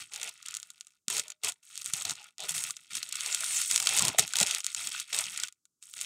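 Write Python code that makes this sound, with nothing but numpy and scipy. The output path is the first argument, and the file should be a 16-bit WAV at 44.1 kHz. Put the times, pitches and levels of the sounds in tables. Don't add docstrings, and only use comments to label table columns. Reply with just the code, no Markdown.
import sys
import numpy as np
from scipy import signal
from scipy.fft import rfft, irfft
from scipy.io import wavfile
from scipy.ndimage import uniform_filter1d

SR = 44100
rng = np.random.default_rng(int(sys.argv[2]) if len(sys.argv) > 2 else 0)


def unload_audio(sound):
    columns = np.transpose(np.atleast_2d(sound))
    steps = np.round(np.clip(columns, -1, 1) * 32767)
    wavfile.write(sys.argv[1], SR, steps.astype(np.int16))


N = 267025

# start and end in seconds, first and last level in dB, tautness
# (brightness) in dB, then panel flex and bag heave in dB against that level.
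STROKES = [(0.0, 0.022, -44.5, -43, 8, -23, -23), (0.037, 0.12, -56.5, -65, 10, -33, -19),
           (0.116, 0.285, -49.5, -42, 1.5, -11, -29), (0.318, 0.442, -58.5, -59.5, 3, -26, -25.5),
           (0.453, 0.567, -48.5, -49, 1, -27, -27.5), (0.575, 0.968, -58, -76.5, 8, -21, -22.5),
           (1.10, 1.195, -35, -34.5, 10, -14, -26), (1.234, 1.313, -53, -58, 4, -11, -26.5),
           (1.438, 1.488, -33.5, -35, 5.5, -10, -24.5), (1.629, 1.82, -61.5, -45, 12.5, -28.5, -30),
           (1.843, 1.9, -41.5, -42.5, 12, -28, -24), (1.934, 2.021, -38.5, -39, 12, -17.5, -28),
           (2.048, 2.119, -40.5, -39, 5.5, -11, -15.5), (2.165, 2.288, -51.5, -58.5, -1, -16.5, -26),
           (2.39, 2.46, -51.5, -41, 4.5, -9, -21), (2.486, 2.513, -35.5, -34.5, 8.5, -19, -31),
           (2.543, 2.701, -33.5, -42, 11.5, -21.5, -26), (2.73, 2.93, -57, -64.5, 8, -26, -23),
           (2.905, 2.976, -46.5, -36, 9.5, -27.5, -23.5), (3.001, 3.12, -47.5, -48.5, 6, -23, -27),
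           (3.7, 3.757, -32.5, -29, 13.5, -21.5, -31), (3.776, 3.979, -39.5, -28.5, 9, -13, -26),
           (3.995, 4.09, -32.5, -33, 5.5, -5.5, -9), (4.109, 4.153, -46, -44.5, -0.5, -5, -17),
           (4.187, 4.191, -19.5, -23.5, 7.5, -8, -18), (4.206, 4.238, -36, -36.5, 4, -10.5, -14.5),
           (4.26, 4.337, -47, -43.5, 5, -22, -30), (4.352, 4.40, -35.5, -33.5, 5, -13, -23.5),
           (4.407, 4.437, -27.5, -34, 7.5, -7.5, -15), (4.46, 4.586, -32.5, -38, 7, -18.5, -37.5),
           (4.635, 4.729, -44, -45, 7, -32, -30), (4.764, 4.891, -38, -39.5, 9.5, -20.5, -26.5),
           (4.914, 5.018, -38, -40.5, 7.5, -29.5, -34), (5.045, 5.11, -63.5, -45, 6.5, -29, -31),
           (5.128, 5.215, -34, -33, 10, -14, -31), (5.235, 5.327, -37, -45.5, 6, -23, -24),
           (5.331, 5.451, -42.5, -42, 6, -24, -28), (5.821, 5.968, -56.5, -53, 20, -32.5, -30.5),
           (5.962, 6.049, -44.5, -42, 10.5, -24, -30)]
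# time in seconds, then level, tautness, flex and heave in dB.
LONG_CUT = [(3.13, -43.5, 0.5, -37, -28), (3.27, -36, 9.5, -14.5, -36.5), (3.39, -38.5, 7.5, -25, -32),
            (3.588, -31, 15.5, -25.5, -35.5), (3.692, -37, 17.5, -52, -42)]
# time in seconds, share from 0 to 1.
GLIDE_SHARE = [(3.1, 0.03), (3.4, 0.62), (3.7, 0.13), (3.95, 0.061)]
# frequency in Hz, gain in dB.
FILM_EQ = [(600, -49), (1000, -15.5), (1230, -9), (1620, -8.5), (1850, -8.5), (2200, -6.5), (2750, -5.5),
           (3620, -3.5), (4960, -7), (6100, -5), (7020, -0.5), (8650, -5), (10200, -8.5), (11700, -16),
           (12800, -12.5), (13900, -21.5), (15300, -15), (16200, -40)]
PANEL_EQ = [(250, -12.5), (430, -3), (520, -11.5), (620, -2), (720, -1), (860, 1), (1020, -1.5),
            (1400, -14.5)]
BAG_EQ = [(25, -21), (50, -15.5), (80, -6), (110, 4), (145, 1.5), (192, 1), (250, -7), (335, -4),
          (420, -11.5), (650, -33.5)]
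ROOM_EQ = [(25, -10), (130, 1), (300, -1), (800, -20.5), (1300, -10), (2000, -25.5), (7000, -2.5),
           (15000, -17)]
# pitch in Hz, width of one filter pass in Hz, gain in dB.
PARCEL_MODES = [(1248, 265, -4), (1425, 117, -0.5), (2320, 58, -17), (3630, 170, -22.5), (6900, 260, -19)]
# start in seconds, attack level in dB, pitch in Hz, spread over the
# film in dB against the click.
BIG_SNAPS = [(0.1355, -37, 6850, 3.5), (0.23, -31, 6330, 15), (0.2752, -39, 5400, 10),
             (0.288, -43, 5670, 20), (0.4274, -45, 6150, -14), (0.461, -38, 6400, 2),
             (0.485, -41.5, 5900, -13), (0.5093, -41, 7900, -13), (0.5412, -35.5, 5900, -22),
             (0.55, -34, 7100, -13), (0.5685, -32, 7160, -4), (0.6296, -39, 5200, -16),
             (0.6, -43, 6900, -4), (0.703, -42, 7100, -2), (0.809, -38.5, 5200, -4),
             (0.869, -48.5, 6270, 4), (1.0826, -25.5, 5700, -32), (1.168, -28.5, 6100, -5.5),
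             (1.1813, -29.5, 5700, 2), (1.1955, -25, 5750, 7), (1.2818, -42, 7200, -27),
             (1.3019, -36.5, 6130, 15), (1.3188, -43, 4060, 9), (1.4365, -34, 5530, 7),
             (1.4465, -26.5, 6430, 2), (1.4843, -31, 7460, -8), (1.496, -31.5, 6450, 1),
             (1.7768, -33.5, 7240, -9), (1.86, -30.5, 7900, -19), (1.936, -23.5, 7600, 0),
             (2.0516, -28.5, 5630, 8), (2.0958, -29.5, 4700, -3), (2.1076, -29, 5530, 5),
             (2.3823, -41, 4700, -10), (2.4921, -26.5, 7240, 23), (2.579, -30.5, 6200, 16),
             (2.7071, -29, 6630, 0), (2.767, -39, 4950, 23), (2.9693, -33, 4900, -6),
             (3.0288, -30, 4830, 8), (3.1245, -30, 6600, 10), (3.2616, -30, 6340, 0),
             (3.3467, -22, 7400, -3), (3.712, -23, 8100, -5.5), (3.7606, -18.5, 7180, -15),
             (3.7774, -25, 5450, -4), (3.8, -24.5, 5860, 27), (3.8706, -19, 4900, 13),
             (3.8908, -23.5, 6300, 12), (3.975, -22.5, 6300, -3.5), (3.9865, -22, 6100, -7),
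             (3.9926, -20.5, 7200, 18), (4.0218, -21.5, 6950, 11), (4.0515, -23.5, 7300, -6),
             (4.0821, -21.5, 6600, -2), (4.1835, -27.5, 6500, 22), (4.1935, -15.5, 7300, 12.5),
             (4.278, -34, 6700, -6), (4.3358, -27.5, 6160, -1.5), (4.3562, -24.5, 3680, -9),
             (4.3677, -25, 8400, 16.5), (4.386, -24, 5550, 6), (4.4018, -20.5, 6440, -3.5),
             (4.4115, -20.5, 6100, 10), (4.429, -19.5, 6800, 16), (4.5104, -24.5, 5040, 0),
             (4.5484, -24.5, 5640, -21), (4.6654, -24.5, 7100, -27), (4.7466, -27, 6060, 33),
             (4.8719, -28.5, 6800, 3), (4.9985, -30.5, 7400, 26), (5.1446, -27.5, 4400, 11),
             (5.1879, -23, 6400, 5), (5.3753, -30.5, 6900, 6), (5.3992, -32, 5400, 19),
             (5.4347, -25.5, 5850, 6), (5.4834, -40.5, 5100, 18), (5.5249, -51, 7120, -6),
             (5.6538, -56.5, 6800, 1), (5.8257, -46.5, 5700, 0), (6.012, -29, 7850, 24)]
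# start in seconds, pitch in Hz, seconds to fall 60 dB, level in dB.
PANEL_KNOCKS = [(1.0803, 209, 0.02, -36), (1.258, 615, 0.28, -71), (1.935, 145, 0.036, -40),
                (2.053, 690, 0.11, -55), (2.203, 830, 0.19, -64), (2.507, 160, 0.42, -58.5),
                (2.697, 1180, 0.057, -48), (3.435, 1437, 0.011, -31), (4.146, 662, 0.019, -33),
                (4.3377, 1496, 0.02, -32.5), (4.4146, 183, 0.047, -36.5), (4.4116, 576, 0.034, -34),
                (4.948, 1455, 0.019, -34.5), (5.436, 1480, 0.042, -40.5)]
# start and end in seconds, first and last rate in slips per
# second, tick pitch in Hz, panel pitch in Hz, attack level in dB.
BLADE_CREAKS = [(2.181, 2.224, 165, 210, 2700, 810, -52.5), (2.395, 2.447, 142, 240, 3580, 700, -39.5),
                (3.414, 3.438, 110, 150, 2103, 640, -43.5)]
# time in seconds, pitch in Hz, level in dB.
ZIP_PATH = [(3.279, 7480, -72), (3.321, 7470, -33), (3.39, 7420, -48), (3.46, 9030, -37), (3.53, 8240, -38),
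            (3.57, 6860, -27.5), (3.63, 7200, -52), (3.702, 8170, -33), (3.76, 7540, -56)]

# rise and fall in dB per second, lag in seconds.
FILM_ENVELOPE, PANEL_ENVELOPE, BAG_ENVELOPE = (3500, 543, 0.0005), (2200, 650, 0.002), (2700, 560, 0.0059)
SETTLE_DB, STIR_DB_PER_S, SETTLE_DB_PER_S = -17, 1097.5, 292
RUMBLE_CUT_HZ, TOP_CUT_HZ = 22, 15900


def from_db(db):
    return 10 ** (np.asarray(db) / 20)


def rms_one(x):
    return x / np.sqrt(np.mean(x ** 2) + 1e-20)


def in_time(rows):
    return np.interp(np.arange(N) / SR, *np.transpose(rows))


def add(out, s, sound):
    at = int(np.clip(round(s * SR), 0, N - 1))
    out[at:at + len(sound)] += sound[:N - at]


def set_attack(hit, db):
    return from_db(db) * hit / np.std(hit[:3 * SR // 1000])


def response(eq, size=1024):
    hz, db = np.transpose(eq)
    grid_hz = np.maximum(np.arange(size // 2 + 1) * SR / size, 1)
    gain = from_db(np.interp(np.log(grid_hz), np.log(hz), db))
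    cepstrum = irfft(np.log(gain))
    fold = np.r_[1, np.full(size // 2 - 1, 2), np.zeros(size // 2)]
    return irfft(np.exp(rfft(cepstrum * fold)))[:size // 2]


def colour(x, impulse):
    return signal.fftconvolve(x, impulse)[:len(x)]


def resonate(x, hz, width_hz):
    r = np.exp(-np.pi * width_hz / SR)
    poles = [1, -2 * r * np.cos(2 * np.pi * hz / SR), r * r]
    return signal.lfilter(np.array([1, 0, -1]) * (1 - r * r) / 2, poles, x + 1e-18)


def even(x, span_s):
    power = np.maximum(uniform_filter1d(x * x, max(int(span_s * SR), 2)), 0)
    return x / np.sqrt(power + 1e-4 * np.mean(x * x))


def bend(x, stages=10):
    return signal.sosfilt(np.tile([-.5, 0.97, -0.00031, 1, -0.51, -0.012], (stages, 1)), x)


def scatter(near_db, near_s, far_db, far_s, size=3072):
    t = np.arange(size) / SR
    near = from_db(near_db) * rms_one(rng.standard_normal(size) * np.exp(-t / near_s))
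    far = from_db(far_db) * rms_one(rng.standard_normal(size) * np.exp(-t / far_s))
    return (t == 0) + (near + far) / np.sqrt(size)


def grains(per_s, spread_db, low_hz, high_hz, q, bands=14):
    onsets = np.flatnonzero(rng.random(N) < per_s / SR)
    size, sign, pitch = rng.random((3, N))[:, onsets]
    strength = from_db(spread_db * np.minimum(-np.log(1 - size), 4)) * np.sign(sign - .5)
    out = np.zeros(N)
    for band, hz in enumerate(np.geomspace(low_hz, high_hz, bands)):
        clicks = np.zeros(N)
        clicks[onsets] = strength * ((pitch * bands).astype(int) == band)
        out += resonate(clicks, hz, hz / q)
    return out


def gesture_power(t, s, db, envelope):
    rise, fall, lag_s = envelope
    t = t - lag_s
    before, after = np.maximum(s[0] - t, 0), np.maximum(t - s[-1], 0)
    settle_db = SETTLE_DB - STIR_DB_PER_S * before - SETTLE_DB_PER_S * after
    edge_db = np.maximum(-rise * before - fall * after, settle_db)
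    return from_db(np.maximum(np.interp(t, s, db) + edge_db, -130)) ** 2


def handling():
    t = np.arange(0, N, 32) / SR
    gestures = [[(start, first, *tone), (end, last, *tone)] for start, end, first, last, *tone in STROKES]
    work = taut = flex = heave = 0
    for s, db, taut_db, flex_db, heave_db in map(np.transpose, gestures + [LONG_CUT]):
        power = gesture_power(t, s, db, FILM_ENVELOPE)
        work += power
        taut += power * np.interp(t, s, taut_db)
        flex += gesture_power(t, s, db + flex_db, PANEL_ENVELOPE)
        heave += gesture_power(t, s, db + heave_db, BAG_ENVELOPE)
    curves = 10 * np.log10(work), taut / work, 10 * np.log10(flex), 10 * np.log10(heave)
    return [in_time(np.c_[t, db]) for db in curves]


def room_tone():
    return rms_one(colour(rng.standard_normal(N), response(ROOM_EQ, size=4096)))


def crinkle(level_db, taut_db):
    gliding = in_time(GLIDE_SHARE)
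    per_s = 350 + 1500 * from_db(.5 * (level_db + 39.5) + 14 * gliding)
    ticks = grains(per_s, spread_db=5.5, low_hz=1050, high_hz=15000, q=2.1)
    pings = grains(.4 * per_s, spread_db=2.5, low_hz=1227, high_hz=10700, q=8.3, bands=72)
    buckles = rms_one(ticks) + from_db(-5.0) * rms_one(pings)
    buckles = colour(buckles, scatter(near_db=-13.5, near_s=0.0027, far_db=-5.5, far_s=0.0033))
    shear = from_db(-12.5 + 13 * gliding) * rng.standard_normal(N)
    film = colour(even(buckles, span_s=0.069) + shear, bend(response(FILM_EQ)))
    mids = signal.sosfiltfilt(signal.butter(2, 5000, fs=SR, output="sos"), film)
    treble = film - mids
    tilt = from_db((taut_db - 10.5) / 2)
    return from_db(level_db - 1.9 * gliding) * even(mids / tilt + treble * tilt, span_s=0.019)


def panel_flex(flex_db):
    flips = grains(per_s=380, spread_db=3, low_hz=389, high_hz=1183, q=25)
    return from_db(flex_db) * even(colour(flips, response(PANEL_EQ)), span_s=0.022)


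def bag_heave(heave_db):
    bumps = grains(per_s=500, spread_db=1.0, low_hz=54.7, high_hz=442, q=5.7, bands=32)
    return from_db(heave_db) * even(colour(bumps, response(BAG_EQ, size=8192)), span_s=0.085)


def parcel_ring(film, level_db):
    free_db = np.clip(-.3 * (level_db + 43), -3, 7)
    drive = from_db(free_db) * film
    return sum(from_db(db) * resonate(resonate(drive, hz, width_hz), hz, width_hz)
               for hz, width_hz, db in PARCEL_MODES)


def small_snaps(level_db, count=56, over_db=9.5, vary_db=4.5, ceiling_db=-29.5, centre_hz=6500):
    when, size, pitch, spread = rng.random((count, 4)).T
    db = level_db[(when * N).astype(int)] + over_db + vary_db * (2 * size - 1)
    db = np.minimum(db, ceiling_db)
    return list(zip(when * N / SR, db, centre_hz * 2 ** (pitch - .5), 16 * (spread - .5)))


def crease_snaps(level_db):
    out, film = np.zeros(N), bend(response(FILM_EQ))
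    for s, db, hz, spread_db in list(BIG_SNAPS) + small_snaps(level_db):
        click = scatter(near_db=spread_db, near_s=0.0024, far_db=-13.5, far_s=.009)
        crease = resonate(click, hz, hz / 1.1)
        facet = resonate(click, hz * 2 ** rng.uniform(-1.2, 0.45), width_hz=380)
        snap = colour(crease + from_db(-9.0) * facet + from_db(-12) * click, film)
        add(out, s, set_attack(snap, db))
    return out


def panel_knocks():
    out, t = np.zeros(N), np.arange(SR // 3) / SR
    for s, hz, t60, db in PANEL_KNOCKS:
        envelope = np.minimum(hz * t, 1) * from_db(db - 60 * t / t60)
        add(out, s, envelope * np.sin(2 * np.pi * hz * t))
    return out


def blade_creaks():
    out, film = np.zeros(N), response(FILM_EQ)
    for start, end, first_rate, last_rate, tick_hz, panel_hz, db in BLADE_CREAKS:
        s = start
        while s < end:
            click = scatter(near_db=0.5, near_s=0.00033, far_db=-34.5, far_s=.008)
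            tick = colour(resonate(click, tick_hz, tick_hz / 5) + from_db(-31) * click, film)
            ring = resonate(resonate(click, panel_hz, 170), panel_hz, 170)
            slip = rms_one(tick) + from_db(-8.0) * rms_one(ring)
            add(out, s, set_attack(slip, db))
            jitter = np.exp(0.074 * rng.standard_normal())
            s += jitter / np.interp(s, [start, end], [first_rate, last_rate])
    return out


def blade_zip():
    hz = in_time([(s, hz) for s, hz, db in ZIP_PATH])
    db = in_time([(s, db) for s, hz, db in ZIP_PATH])
    t = np.arange(N) / SR
    cutting = (t > ZIP_PATH[0][0]) & (t < ZIP_PATH[-1][0])
    noise = signal.sosfilt(signal.butter(2, 550, fs=SR, output="sos"), rng.standard_normal((2, N)))
    phase = 2 * np.pi * np.cumsum(hz) / SR
    band = noise[0] * np.cos(phase) + noise[1] * np.sin(phase)
    return cutting * from_db(db) * rms_one(band)


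def scene():
    room = from_db(-86.5) * room_tone()
    level_db, taut_db, flex_db, heave_db = handling()
    body = (from_db(-3.0) * panel_flex(flex_db)
            + from_db(-1.2) * bag_heave(heave_db)
            + from_db(7.5) * panel_knocks())
    zipping = from_db(-1) * blade_zip()
    film = (from_db(2.03) * crease_snaps(level_db)
            + from_db(0.83) * crinkle(level_db, taut_db)
            + from_db(-1.0) * blade_creaks())
    return (film + parcel_ring(film, level_db) + zipping + body + room)[None]


def record(dry):
    lean = signal.sosfilt(signal.butter(2, RUMBLE_CUT_HZ, "high", fs=SR, output="sos"), dry)
    return signal.sosfilt(signal.ellip(10, .2, 70, TOP_CUT_HZ, fs=SR, output="sos"), lean)


dry = scene()
out = record(dry)
unload_audio(out)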